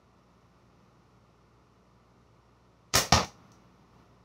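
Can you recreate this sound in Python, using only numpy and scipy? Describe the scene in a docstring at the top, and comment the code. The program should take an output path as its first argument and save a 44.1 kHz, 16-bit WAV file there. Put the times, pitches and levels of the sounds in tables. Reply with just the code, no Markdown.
"""Slingshot in a basement

Quiet, low basement, phone microphone an arm's length from the slingshot. Ventilation air and a wavering
hum lie under a brushing sleeve. A very short hiss swells into the release; pouch and bands slap as noise
bursts and air pops that ring the fork. A fifth of a second later a steel ball cracks into a target across
the room: bursts, ringing panel, room boom, a shudder of small knocks. The ball ticks twice as it drops."""
import sys
import numpy as np
from scipy import signal
from scipy.fft import rfft, irfft
from scipy.io import wavfile
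from scipy.ndimage import uniform_filter1d

SR = 44100
rng = np.random.default_rng(int(sys.argv[2]) if len(sys.argv) > 2 else 0)


def output_pcm(signal):
    """Save a mono or channel-first signal as 16-bit PCM at the path in sys.argv[1].

    Samples are clipped to [-1, 1] before scaling.
    """
    pcm = np.clip(np.atleast_2d(signal).T, -1, 1) * 32767
    wavfile.write(sys.argv[1], SR, np.round(pcm).astype(np.int16))


N = 187116
T = np.arange(N) / SR  # seconds
FREQ = np.maximum(np.arange(N // 2 + 1) * SR / N, 1)  # Hz, kept off zero for the log axis
SHORT = T[:SR // 2]  # the half second given to a ring or an echo


def undb(db):
    """Decibels to gain."""
    return 10 ** (np.asarray(db) / 20)


def unit(x):
    """Scale to an rms of one."""
    return x / np.sqrt(np.mean(x ** 2))


def unit_energy(x):
    """Scale so that the squares sum to one."""
    return x / np.sqrt(np.sum(x ** 2))


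def across(rows, hz):
    """Read (Hz, value) rows on a log-frequency axis."""
    points, values = np.transpose(rows)
    return np.interp(np.log(hz), np.log(points), values)


def shape(x, db):
    """Minimum-phase filter with the given gain at every frequency, made by folding the cepstrum."""
    cepstrum = irfft(np.log(undb(db)), N)
    cepstrum[1:N // 2] *= 2
    cepstrum[N // 2 + 1:] = 0
    response = np.exp(rfft(cepstrum))
    return irfft(rfft(x) * response, N)


def soften(x, corner_hz):
    """A softer contact loses its treble."""
    b, a = signal.butter(2, min(corner_hz, 0.45 * SR), fs=SR)
    return signal.lfilter(b, a, x)


def envelope(start, length, attack, release):
    """Attack, hold and release, all within the given length in seconds."""
    rise = (T - start) / attack
    fall = (start + length - T) / release
    return np.clip(np.minimum(rise, fall), 0, 1)


def drift(rate):
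    """A smooth random wander with a spread near one, from `rate` random steps a second."""
    size = int(SR / rate)
    steps = np.repeat(rng.standard_normal(N // size + 1), size)
    smooth = uniform_filter1d(uniform_filter1d(steps, size), size)
    return 1.5 * smooth[:N]


def add(track, at, sound):
    """Mix a sound into a track at a time in seconds."""
    start = int(at * SR)
    track[start:start + len(sound)] += sound[:N - start]


def burst(length):
    """A contact: dying noise of unit energy, spread nearly evenly over all frequencies."""
    fade = np.exp(-SHORT / length)
    x = rng.standard_normal(len(SHORT)) * fade
    # a hard contact favours no frequency: level the spectrum, then confine it in time again
    for _ in range(2):
        phase = np.angle(rfft(x))
        x = irfft(np.exp(1j * phase), len(SHORT)) * np.sqrt(fade)
    return unit_energy(x)


def air_pop(width_s):
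    """One swing of pressure, of unit energy, from air squeezed out between two surfaces."""
    u = SHORT / width_s - 2
    return unit_energy(u * np.exp(-u ** 2))


def ring(modes):
    """Damped sines of a struck object; neighbouring modes swing in opposite senses."""
    total = 0
    for k, (hz, db, t60) in enumerate(modes):
        decay = np.exp(-np.log(1000) * SHORT / t60)
        total = total + (-1) ** k * undb(db) * np.sin(2 * np.pi * hz * SHORT) * decay
    return total


# reverberation of the basement: pitch_hz, t60_s
BASEMENT_T60 = [(60, 0.29), (250, .33), (700, 0.31), (1500, .27), (5000, 0.26), (8000, 0.22), (15000, 0.21)]


def basement(x, wet_db, gap_s, build_s):
    """Direct sound plus reflections that start sparse, then crowd together and die away band by band."""
    echoes_per_s = 900 * (1 + (SHORT / 0.025) ** 2)
    share = np.minimum(echoes_per_s / SR, 1)  # chance that a sample holds an echo
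    signs = rng.choice([-1, 1], len(SHORT))
    arrives = rng.random(len(SHORT)) < share
    echoes = rfft(signs * arrives / np.sqrt(share))
    hz = np.arange(len(echoes)) * SR / len(SHORT)
    onset = 1 - np.exp(-np.maximum(SHORT - gap_s, 0) / build_s)
    edges = np.r_[20, np.geomspace(80, SR / 2, 24)]
    tail = 0
    for lo, hi in zip(edges[:-1], edges[1:]):
        band = irfft(echoes * ((hz >= lo) & (hz < hi)), len(SHORT))
        t60 = across(BASEMENT_T60, np.sqrt(lo * hi))
        band = band * onset * np.exp(-np.log(1000) * SHORT / t60)
        # every band returns the same energy per hertz
        tail = tail + unit_energy(band) * np.sqrt((hi - lo) / (SR / 2))
    return x + undb(wet_db) * signal.fftconvolve(x, tail)[:N]


# colour of the moving air: pitch_hz, level_db
AIR_COLOUR = [(25, -35), (45, -13.5), (85, -1.5), (150, 0), (188, 0), (270, -5.5), (400, -5.5), (750, -10),
              (1200, -7), (1700, -18), (3500, -24.5), (6000, -27), (8000, -38.5), (12500, -42),
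              (15000, -53)]
# motor and mains hum: pitch_hz, level_db (before the shared hum gain), phase_wobble_rad
HUM_TONES = [(60, -69.5, .4), (118, -67.5, .4), (182.3, -72, 1.2), (256, -83.5, 0.37), (353, -79.5, 1.2),
             (416, -78.5, 1.8)]
AIR_DB, HUM_GAIN_DB, HUM_WAVER_DB = -63.5, -1.5, 1


def ventilation():
    """Steady soft moving air, as coloured noise, over sines that waver in phase and level."""
    air = unit(shape(rng.standard_normal(N), across(AIR_COLOUR, FREQ)))
    hum = 0
    for hz, db, wobble in HUM_TONES:
        level = undb(db + 0.7 * drift(rate=10))
        tone = unit(np.sin(2 * np.pi * hz * T + wobble * drift(rate=3.2)))
        hum = hum + level * tone
    waver = undb(HUM_GAIN_DB + HUM_WAVER_DB * drift(rate=2.8))
    return air * undb(AIR_DB) + hum * waver


# colour of the brushing cloth: pitch_hz, level_db
SLEEVE_COLOUR = [(30, -10.5), (90, 1.5), (200, 3.5), (400, -8), (1250, -8), (1800, -17), (4000, -25.5),
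                 (6000, -26), (8000, -45), (12500, -39), (15000, -45.5)]
# the arm comes up to aim, sinks after the shot, then drops: start_s, length_s, level_db
ARM_STROKES = [(0.044, 1.36, -69.5), (3.1, 0.77, -58.5), (3.718, 0.58, -62)]


def sleeve():
    """Cloth brushing in small uneven strokes whenever the arm gathers speed, moves and comes to rest."""
    cloth = unit(shape(rng.standard_normal(N), across(SLEEVE_COLOUR, FREQ)))
    motion = 0
    for at, length, db in ARM_STROKES:
        motion = motion + undb(db) * envelope(at, length, attack=0.23, release=0.28)
    return cloth * motion * undb(1.1 * drift(rate=16))


# touches of the dropping ball: start_s, level_db (before the shared gain)
BALL_TICKS = [(3.245, -26.5), (3.5174, -42.5)]
# colour of a tick: pitch_hz, level_db
TICK_COLOUR = [(300, -35), (2500, -9), (4700, 3), (5300, 1), (5750, 11), (6200, 6.5), (8000, -8),
               (12000, -14), (15300, -14)]


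def dropping_ball():
    """Steel touches down with tiny bright ticks, heard with the room around them."""
    ticks = np.zeros(N)
    for at, db in BALL_TICKS:
        add(ticks, at, undb(db) * burst(length=0.012))
    coloured = undb(9) * shape(ticks, across(TICK_COLOUR, FREQ))
    return basement(coloured, wet_db=-1.5, gap_s=0.003, build_s=0.005)


# blows of the ball on the panel and its backing, before the shared gains:
# start_s, level_db, length_s, brightness_corner_hz, push_on_panel_db
BALL_BLOWS = [(3.1223, -2, 0.0034, 4000, -4), (3.1252, 1, .006, 15000, -2.5),
              (3.1395, -9, 0.0057, 15000, -18)]
# colour of the target shuddering against its backing: pitch_hz, level_db
SHUDDER_COLOUR = [(50, -6.5), (100, -2.5), (200, -6), (300, -7.5), (450, 0), (700, 3), (1150, 4.5),
                  (1500, -6.5), (2500, -9.5), (4500, -13), (6300, -14.5), (8000, -31.5), (15000, -38)]
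SHUDDER_DB, SHUDDER_FALL_DB_PER_S = -26, 180
SHUDDER_ATTACK_S, SHUDDER_LENGTH_S, SHUDDER_RELEASE_S = 0.04, 0.1233, 0.015


def shudder():
    """From the last blow, many small uneven knocks build up and die away until the target settles."""
    knocks_per_s, spread_db = 900, 3
    hit = rng.random(N) < knocks_per_s / SR
    size = rng.standard_normal(N)
    knocks = hit * np.sign(size) * undb(spread_db * np.abs(size))
    # every knock is smeared by the surfaces around the target
    knocks = signal.fftconvolve(knocks, burst(length=0.0066))[:N]
    start = BALL_BLOWS[-1][0]
    falling_s = np.maximum(T - start - SHUDDER_ATTACK_S, 0)
    level = undb(SHUDDER_DB - SHUDDER_FALL_DB_PER_S * falling_s)
    shaking = level * envelope(start, SHUDDER_LENGTH_S, SHUDDER_ATTACK_S, SHUDDER_RELEASE_S)
    return unit(shape(knocks, across(SHUDDER_COLOUR, FREQ))) * shaking


# colour of the crack: pitch_hz, level_db
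CRACK_COLOUR = [(40, -6), (90, 5), (200, 7.5), (350, 2.5), (580, -2), (880, 7), (1200, 7), (1500, 0.5),
                (2700, -1.5), (3600, -2), (5800, 1), (6600, -4), (8000, -19), (15500, -27.5)]
# ring of the target panel: pitch_hz, level_db, t60_s
TARGET_RING = [(695, -11, 0.056), (795, -7.5, .035), (989, -21, 0.12), (1154, -29.5, 0.29),
               (2598, -11.5, .025), (5640, -14.5, .03)]
# standing waves between floor, ceiling and walls: pitch_hz, level_db, t60_s
ROOM_BOOM = [(79.6, -22, 0.19), (92.3, -28.5, 0.24), (121.6, -28.5, 0.17), (193.4, -31.5, .28)]


def target():
    """Across the room the ball cracks against the panel, rings it, drives into the backing and stirs the room."""
    cracks, panel, boom = np.zeros(N), np.zeros(N), np.zeros(N)
    for at, db, length, bright_hz, push_db in BALL_BLOWS:
        add(cracks, at, undb(db) * soften(burst(length), bright_hz))
        add(panel, at, undb(push_db) * ring(TARGET_RING))
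    crack = undb(11.5) * shape(cracks, across(CRACK_COLOUR, FREQ))
    # the standing waves take a few crossings of the room to form
    forming = 1 - np.exp(-SHORT / 0.0031)
    add(boom, BALL_BLOWS[0][0], ring(ROOM_BOOM) * forming)
    # far away, so the echoes build for longer than those of the slingshot
    heard = basement(crack, wet_db=1.5, gap_s=0.00067, build_s=0.0029)
    return heard + undb(-5) * panel + undb(5) * boom


def swell():
    """A short hiss swells faster and faster, then stops at the release."""
    stop_s, grow_s = 2.9395, 0.0035
    growth = np.exp(np.minimum(T - stop_s, 0) / grow_s)
    return undb(-37) * rng.standard_normal(N) * growth * (T < stop_s)


# slaps of pouch and bands, before the shared gains (pop_db is relative to the slap):
# start_s, level_db, length_s, brightness_corner_hz, pop_db, push_on_fork_db
BAND_SLAPS = [(2.9389, -2.5, 0.0068, 6525, -21, -9), (2.9522, -7, .001, 2442, 2.5, -5),
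              (2.9541, -0.5, 0.0037, 15020, -24.5, 1.5), (2.963, -15.5, .006, 15000, -9, -21),
              (2.9797, -8.5, 0.0025, 11010, -11.5, -8.5)]
# colour of rubber on leather and fork: pitch_hz, level_db
RUBBER_COLOUR = [(40, -6.5), (100, 4), (250, -3.5), (450, -0.5), (800, -6.5), (1250, -6.5), (2400, -6.5),
                 (3500, -4), (4700, -1.5), (6400, 1.5), (8000, -8.5), (11000, -10.5), (15500, -8.5)]
# ring of the fork and pouch: pitch_hz, level_db, t60_s
FORK_RING = [(93, -23.5, .07), (398, -25.5, 0.11), (1244, -10, 0.028), (1856, -17.5, 0.039),
             (5380, -26.5, 0.19), (5800, -26.5, 0.13)]


def slingshot():
    """Around the end of a short swelling hiss the slaps begin: contact noise, a pop of air, a ringing fork."""
    slaps = soften(swell(), corner_hz=5000)
    fork = np.zeros(N)
    for at, db, length, bright_hz, pop_db, push_db in BAND_SLAPS:
        contact = soften(burst(length), bright_hz)
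        pop = undb(pop_db) * air_pop(width_s=0.00019)
        add(slaps, at, undb(db) * (contact + pop))
        add(fork, at, undb(push_db) * ring(FORK_RING))
    snap = undb(10.5) * shape(slaps, across(RUBBER_COLOUR, FREQ))
    heard = basement(snap, wet_db=4, gap_s=0.00097, build_s=0.002)
    return heard + undb(-5.5) * fork


def scene():
    """Shot, hit and falling ball over the quiet of the basement."""
    shot_and_hit = slingshot() + target() + shudder() + dropping_ball()
    background = ventilation() + sleeve()
    return (shot_and_hit + background)[None]


# colour of the microphone port: pitch_hz, width_hz, level_db
PORT_COLOUR = [(1620, 94, -9), (3222, 120, -4), (5575, 260, 2.5)]


def record(dry):
    """The phone colours the sound with its port, drops the rumble, rounds the peaks and cuts the top."""
    port_db = 0
    for hz, width, db in PORT_COLOUR:
        port_db = port_db + db * np.exp(-((FREQ - hz) / width) ** 2)
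    coloured = shape(dry[0], port_db)
    rumble_cut = signal.butter(4, 38, "high", fs=SR, output="sos")  # Hz
    x = signal.sosfilt(rumble_cut, coloured)
    ceiling = 0.75
    rounded = ceiling * np.tanh(x / ceiling)
    top_cut = signal.ellip(10, 0.2, 70, 15700, fs=SR, output="sos")  # ripple dB, stop dB, Hz
    return signal.sosfilt(top_cut, rounded)[None]


dry = scene()
out = record(dry)
output_pcm(out)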